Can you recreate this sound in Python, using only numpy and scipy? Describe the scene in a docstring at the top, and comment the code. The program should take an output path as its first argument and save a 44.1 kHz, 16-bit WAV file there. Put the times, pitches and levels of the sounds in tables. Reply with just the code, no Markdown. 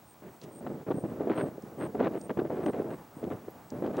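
"""Outdoors by a hot pit, wind and steam rush softly. Ragged surges of low rumble, probably gusts
buffeting the microphone, are made of tiny pressure puffs, with a grainy rasp and short, dull thumps.
Crickets chirp in the grass with quick wing strokes, and grit ticks and scrapes close by.
A small, nearly mono camera adds hiss and a thin whine."""
import sys
import numpy as np
from scipy.fft import rfft, irfft, next_fast_len
from scipy.io import wavfile
from scipy.ndimage import uniform_filter1d, map_coordinates

SR = 44100
rng = np.random.default_rng(int(sys.argv[2]) if len(sys.argv) > 2 else 0)


def inscribe(sig):
    """Save sig as 16-bit PCM at rate SR to the path in sys.argv[1].

    A 1-D sig is mono; a 2-D sig holds one channel per row.
    Samples are clipped to [-1, 1] before scaling.
    """
    pcm = np.round(np.clip(np.atleast_2d(sig).T, -1, 1) * 32767)
    wavfile.write(sys.argv[1], SR, pcm.astype(np.int16))


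N = 176400  # 4 seconds

# The tone of the wind (frequency [Hz], relative level [dB])
WIND_TONE = [(20, -25), (50, -2), (130, 5.5), (300, 1), (500, -4.5), (800, -2), (1200, -7), (2000, -18),
             (3500, -30), (8000, -32)]
# How the wind slowly grows (time [s], level [dB])
WIND_RISE = [(0, -58.5), (.38, -58.5), (1.6, -55), (3.1, -52), (4, -51)]
# Chirps of the nearby cricket (time [s], level [dB])
NEAR_CHIRPS = [(0.044, -58), (.506, -53.5), (0.93, -55), (1.343, -50), (1.776, -52), (2.172, -51),
               (2.622, -55), (2.87, -65.5), (3.12, -63.5), (3.951, -61)]
# Surges of rumble, probably gusts (time [s], length [s], body level [dB], rasp level [dB])
GUST_SURGES = [(0.222, 0.068, -47, -59.5), (0.415, 0.082, -49.5, -64.5), (0.511, 0.085, -51.5, -67.5),
               (0.607, 0.075, -42.5, -62), (.664, 0.011, -34, -45.5), (0.69, 0.084, -42, -64.5),
               (0.778, 0.054, -46.5, -61), (0.866, 0.027, -34.5, -52.5), (0.906, 0.014, -28, -44),
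               (0.94, 0.05, -37.5, -61), (0.997, 0.031, -45.5, -72), (1.036, 0.025, -34, -58),
               (1.077, 0.12, -42, -60.5), (1.195, 0.083, -35, -56.5), (1.274, 0.018, -31.5, -54),
               (1.296, 0.022, -29, -43.5), (1.323, 0.024, -42, -45), (1.353, 0.019, -32.5, -46.5),
               (1.374, 0.042, -30, -42), (1.41, 0.03, -31.5, -53.5), (1.442, 0.045, -38, -56),
               (1.474, 0.12, -48.5, -68), (1.627, 0.16, -48.5, -83), (1.772, 0.058, -41, -60),
               (1.802, 0.064, -35, -48), (1.86, 0.042, -42.5, -79), (1.948, 0.0067, -27.5, -51),
               (1.965, 0.037, -42.5, -58), (1.993, 0.036, -28, -45), (2.027, 0.049, -28, -42.5),
               (2.078, 0.046, -41.5, -60), (2.134, 0.044, -34.5, -52), (2.204, 0.07, -44, -64.5),
               (2.295, 0.014, -28.5, -44), (2.372, 0.009, -27, -48), (2.389, 0.014, -27.5, -42.5),
               (2.411, 0.0068, -30, -65), (2.447, 0.031, -38, -56.5), (2.499, 0.147, -34.5, -55),
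               (2.656, 0.044, -28.5, -51), (2.731, 0.09, -33.5, -52), (2.842, 0.055, -37.5, -60),
               (2.902, 0.045, -36.5, -53.5), (3.173, 0.06, -50, -68), (3.229, 0.021, -34.5, -52.5),
               (3.265, 0.022, -37, -65), (3.301, 0.033, -34.5, -51), (3.337, 0.016, -41, -66),
               (3.384, 0.077, -54, -66), (3.479, 0.0055, -36.5, -55), (3.718, 0.094, -40.5, -62.5),
               (3.823, 0.062, -32, -50.5), (3.89, 0.028, -36.5, -57), (3.929, 0.045, -35, -53.5),
               (3.98, .05, -24.5, -45.5)]
# The tone of the body, the main part of the rumble (frequency [Hz], relative level [dB])
BODY_TONE = [(60, -69), (140, -22.5), (230, -3.5), (350, 3.5), (480, -1), (650, -4.5), (820, -12.5),
             (1100, -20.5), (1600, -30), (5000, -86)]
# The tone of the bass beneath it (frequency [Hz], relative level [dB])
BASS_TONE = [(20, -48), (45, -23), (75, -13.5), (100, -7.5), (135, -3), (190, -2.5), (260, -3), (450, -31),
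             (1000, -88)]
# The tone of the brighter, grainy rasp of each surge (frequency [Hz], relative level [dB])
RASP_TONE = [(400, -31), (800, 2.5), (1200, 3.5), (2000, -4), (3000, -12.5), (4100, -19.5), (5200, -32),
             (12000, -65)]
# The bass follows the body, but barely grows in loud surges (body level [dB], bass level [dB])
BASS_FOR_BODY = [(-79, -92), (-53, -56), (-41, -41), (-26.5, -38)]
# Close ticks and one snap (time [s], level [dB], centre frequency [Hz], width [octaves])
GRIT_TICKS = [(0.415, -46, 4180, 0.43), (.438, -51, 8300, .3), (1.623, -52.5, 6900, 0.35),
              (2.213, -46.5, 6200, 0.35), (2.662, -30.5, 736, 1.26), (3.506, -53, 12100, .05),
              (3.241, -52.5, 3000, 0.87), (3.703, -45, 5400, 0.37), (3.864, -50, 2800, 0.92),
              (3.969, -46, 3000, 0.76)]
# The tone of scraping grit (frequency [Hz], relative level [dB])
GRIT_TONE = [(1500, -3), (3500, 2), (7000, -2), (11000, -13), (14000, -25)]
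# Short, dull thumps within the rumble (time [s], level [dB], pitch [Hz])
THUMPS = [(.666, -26, 704), (.720, -26.5, 395), (0.905, -16.5, 400), (0.942, -23, 217), (.953, -25, 292),
          (0.97, -26.5, 170), (1.036, -24.5, 155), (1.039, -24, 420), (1.2066, -18, 398),
          (1.2718, -19, 432), (1.581, -27, 350), (1.636, -30.5, 220), (1.952, -21.5, 373), (2, -20, 306),
          (2.010, -12.5, 460), (2.154, -18.5, 380), (2.296, -18, 348), (2.373, -22, 212), (2.389, -20, 294),
          (2.452, -23, 460), (2.504, -22, 577), (2.692, -29, 375), (2.8, -19.5, 377), (3.168, -33, 236),
          (3.238, -26, 286), (3.484, -26.5, 356), (3.821, -23, 293), (3.848, -24, 380)]
# The rumble's slight left-right balance at each frequency (frequency [Hz], left minus right [dB])
RUMBLE_BALANCE = [(60, 6), (130, 0.5), (205, -4.5), (300, 3), (450, -3.5), (740, 4), (1500, 1)]
# The tone of the hiss both ears share (frequency [Hz], relative level [dB])
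HISS_MID_TONE = [(2000, 6), (4500, 3), (7500, 3.5), (10000, 0), (16000, -1)]
# The tone of the hiss that adds a little width (frequency [Hz], relative level [dB])
HISS_SIDE_TONE = [(5000, -6), (9000, 8), (12000, -15)]


def amp(db):
    """Turn decibels into a number to multiply a sound by."""
    return 10 ** (np.asarray(db) / 20)


def unit(x):
    """Scale a signal so its average strength (rms) is 1."""
    return x / np.sqrt(np.mean(x ** 2) + 1e-20)


def clock():
    """The time in seconds at each sample."""
    return np.arange(N) / SR


def wobble(rate):
    """A smooth curve through `rate` random values a second."""
    return map_coordinates(rng.standard_normal(2048), [clock() * rate], mode="wrap")


def filtered(x, gain_at):
    """Turn each frequency up or down by gain_at(hz)."""
    size = next_fast_len(N + SR // 4)
    return irfft(rfft(x, size) * gain_at(np.fft.rfftfreq(size, 1 / SR)), size)[..., :N]


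def db_at(hz, table):
    """Look up decibels between the rows of a frequency table."""
    frequencies, db = np.transpose(table)
    return np.interp(np.log(hz + 1), np.log(frequencies), db)


def coloured(x, tone):
    """Give a signal the chosen tone, at strength 1."""
    return unit(filtered(x, lambda hz: amp(db_at(hz, tone))))


def noise(tone):
    """A smooth, steady rush with the chosen tone."""
    return coloured(rng.standard_normal(N), tone)


def stereo(mid, side):
    """Make left and right: both share mid, and side adds width."""
    return np.array([mid + side, mid - side])


def wind():
    """Wind and steam rush softly, wavering as they grow."""
    level = amp(np.interp(clock(), *np.transpose(WIND_RISE)) + 2.1 * wobble(rate=14))
    return level * stereo(noise(WIND_TONE), amp(-16) * noise(WIND_TONE))


def chirp(start, hz, length_s=.102, strokes_per_s=97, fall_hz=222):
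    """A cricket rubs its wings in a swelling run of strokes, each falling in pitch."""
    t = clock() - start
    live = (t > 0) & (t < length_s)
    t = t[live]
    strokes = t * strokes_per_s
    progress = np.minimum(strokes % 1 / 0.78, 1)  # sound for 78% of each stroke, then a rest
    pitch_scatter, scatter_db = rng.standard_normal((2, 64))[:, strokes.astype(int)]
    pitch = hz + fall_hz * (.5 - progress) + 35 * pitch_scatter
    swell = np.abs(np.sin(np.pi * (t / length_s) ** 1.4)) ** 0.5
    pulses = amp(scatter_db) * np.abs(np.sin(np.pi * progress)) ** 0.56
    out = np.zeros(N)
    out[live] = swell * pulses * np.sin(2 * np.pi * np.cumsum(pitch) / SR)
    return out


def crickets(near_hz=8553, far_hz=8140, far_db=-66.5, far_every_s=0.37):
    """One cricket chirps close by, a little to the right, and a faint, uneven one farther off."""
    near = sum(amp(db) * chirp(start, near_hz) for start, db in NEAR_CHIRPS)
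    far = sum(amp(far_db + rng.normal(0, 2)) * chirp(start, far_hz + rng.normal(0, 82))
              for start in far_every_s * (np.arange(10) + .78))
    return near * amp([[-1], [1]]) + far


def surge(start, length, rise_s=.004, fade_s=.007):
    """A loudness curve that rises quickly, holds and dies away."""
    t = clock() - start
    return np.clip(t / rise_s + .5, 0, 1) * np.exp(-np.maximum(t - length, 0) / fade_s)


def puffs(tone, rate):
    """Tiny pressure puffs at random moments, about `rate` a second."""
    kicks = (rng.random(N) < rate / SR) * rng.choice([-1, 1], N)
    return coloured(kicks, tone)


def buffeting(swirl_db=-14, swirl_s=0.11):
    """Surges of fluttering puffs, probably gusts hitting the microphone: body, bass and rasp."""
    body_power = sum((amp(db) * surge(start, length)) ** 2 for start, length, db, _ in GUST_SURGES)
    rasp_power = sum((amp(db) * surge(start, length, rise_s=.002, fade_s=.004)) ** 2
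                     for start, length, _, db in GUST_SURGES)
    # A quieter swirl lingers around every surge.
    window = int(swirl_s * SR)
    swirl_power = np.abs(uniform_filter1d(body_power, window, origin=window // 4))
    body_level = np.sqrt(body_power + amp(swirl_db) ** 2 * swirl_power)
    body_db = 20 * np.log10(body_level + 1e-9)
    bass_level = amp(np.interp(body_db, *np.transpose(BASS_FOR_BODY)))
    clumps = unit(amp(3 * wobble(rate=600)))
    flutter = unit(amp(1.4 * wobble(rate=79.8)))
    body = body_level * puffs(BODY_TONE, rate=2600)
    bass = bass_level * puffs(BASS_TONE, rate=700)
    rasp = np.sqrt(rasp_power) * clumps * puffs(RASP_TONE, rate=1800)
    return flutter * (body + bass + rasp)


def ticks(rise_s=0.0001, fade_s=.016):
    """Grit close by makes bright ticks and one snap, each a tiny burst of noise."""
    out = np.zeros((2, N + SR))
    t = np.arange(4096) / SR
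    hz = np.fft.rfftfreq(len(t), 1 / SR) + 1
    for start, db, centre, width in GRIT_TICKS:
        band = np.exp(-.5 * (np.log2(hz / centre) / width) ** 2)
        burst = unit(irfft(rfft(rng.standard_normal((2, len(t)))) * band))
        level = amp(db - 60 * t / fade_s) * (1 - np.exp(-t / rise_s))
        mid, side = level * burst
        first = round(start * SR)
        out[:, first:first + len(t)] += stereo(mid, 0.085 * side)
    return out[:, :N]


def scrape():
    """Loose grit crunches briefly."""
    return amp(-60) * surge(start=.416, length=0.03) * puffs(GRIT_TONE, rate=1200)


def thumps(cycles_to_peak=0.56):
    """Short, dull thumps within the rumble, each just two or three swings of pressure."""
    out = np.zeros(N)
    for start, db, hz in THUMPS:
        cycles = np.maximum(clock() - start, 0) * hz
        age = np.minimum(cycles / cycles_to_peak, 20)
        swell = (age * np.exp(1 - age)) ** 2
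        out += amp(db) * swell * np.sin(2 * np.pi * cycles)
    return out


def rumble():
    """Buffeting and thumps together, nearly mono, each frequency a little to the left or right."""
    sound = buffeting() + thumps()
    return filtered(sound, lambda hz: amp(stereo(0, db_at(hz, RUMBLE_BALANCE) / 2)))


def scene():
    """The rumble, with the grit, crickets and soft wind."""
    return rumble() + ticks() + scrape() + crickets() + wind()


def record(dry, low_cut_hz=58.5, top_hz=16500, whine_hz=15734.3, buzz_hz=60):
    """The camera cuts the deep bass, adds hiss and a buzzing whine, and drops the highest treble."""
    t = clock()
    sound = filtered(dry, lambda hz: (1j * hz / (1j * hz + low_cut_hz)) ** 2)
    hiss = amp(-66.5) * stereo(noise(HISS_MID_TONE), amp(-14.5) * noise(HISS_SIDE_TONE))
    dips = unit(np.exp(-((t * buzz_hz % 1 - .5) / 0.055) ** 2))
    buzz = 1 - amp(-11) * dips  # quick, regular dips in level make the whine buzz
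    whine = amp(-65.5) * np.sqrt(2) * buzz * np.sin(2 * np.pi * whine_hz * t)
    return filtered(sound + hiss + whine, lambda hz: hz < top_hz)


dry = scene()
out = record(dry)
inscribe(out)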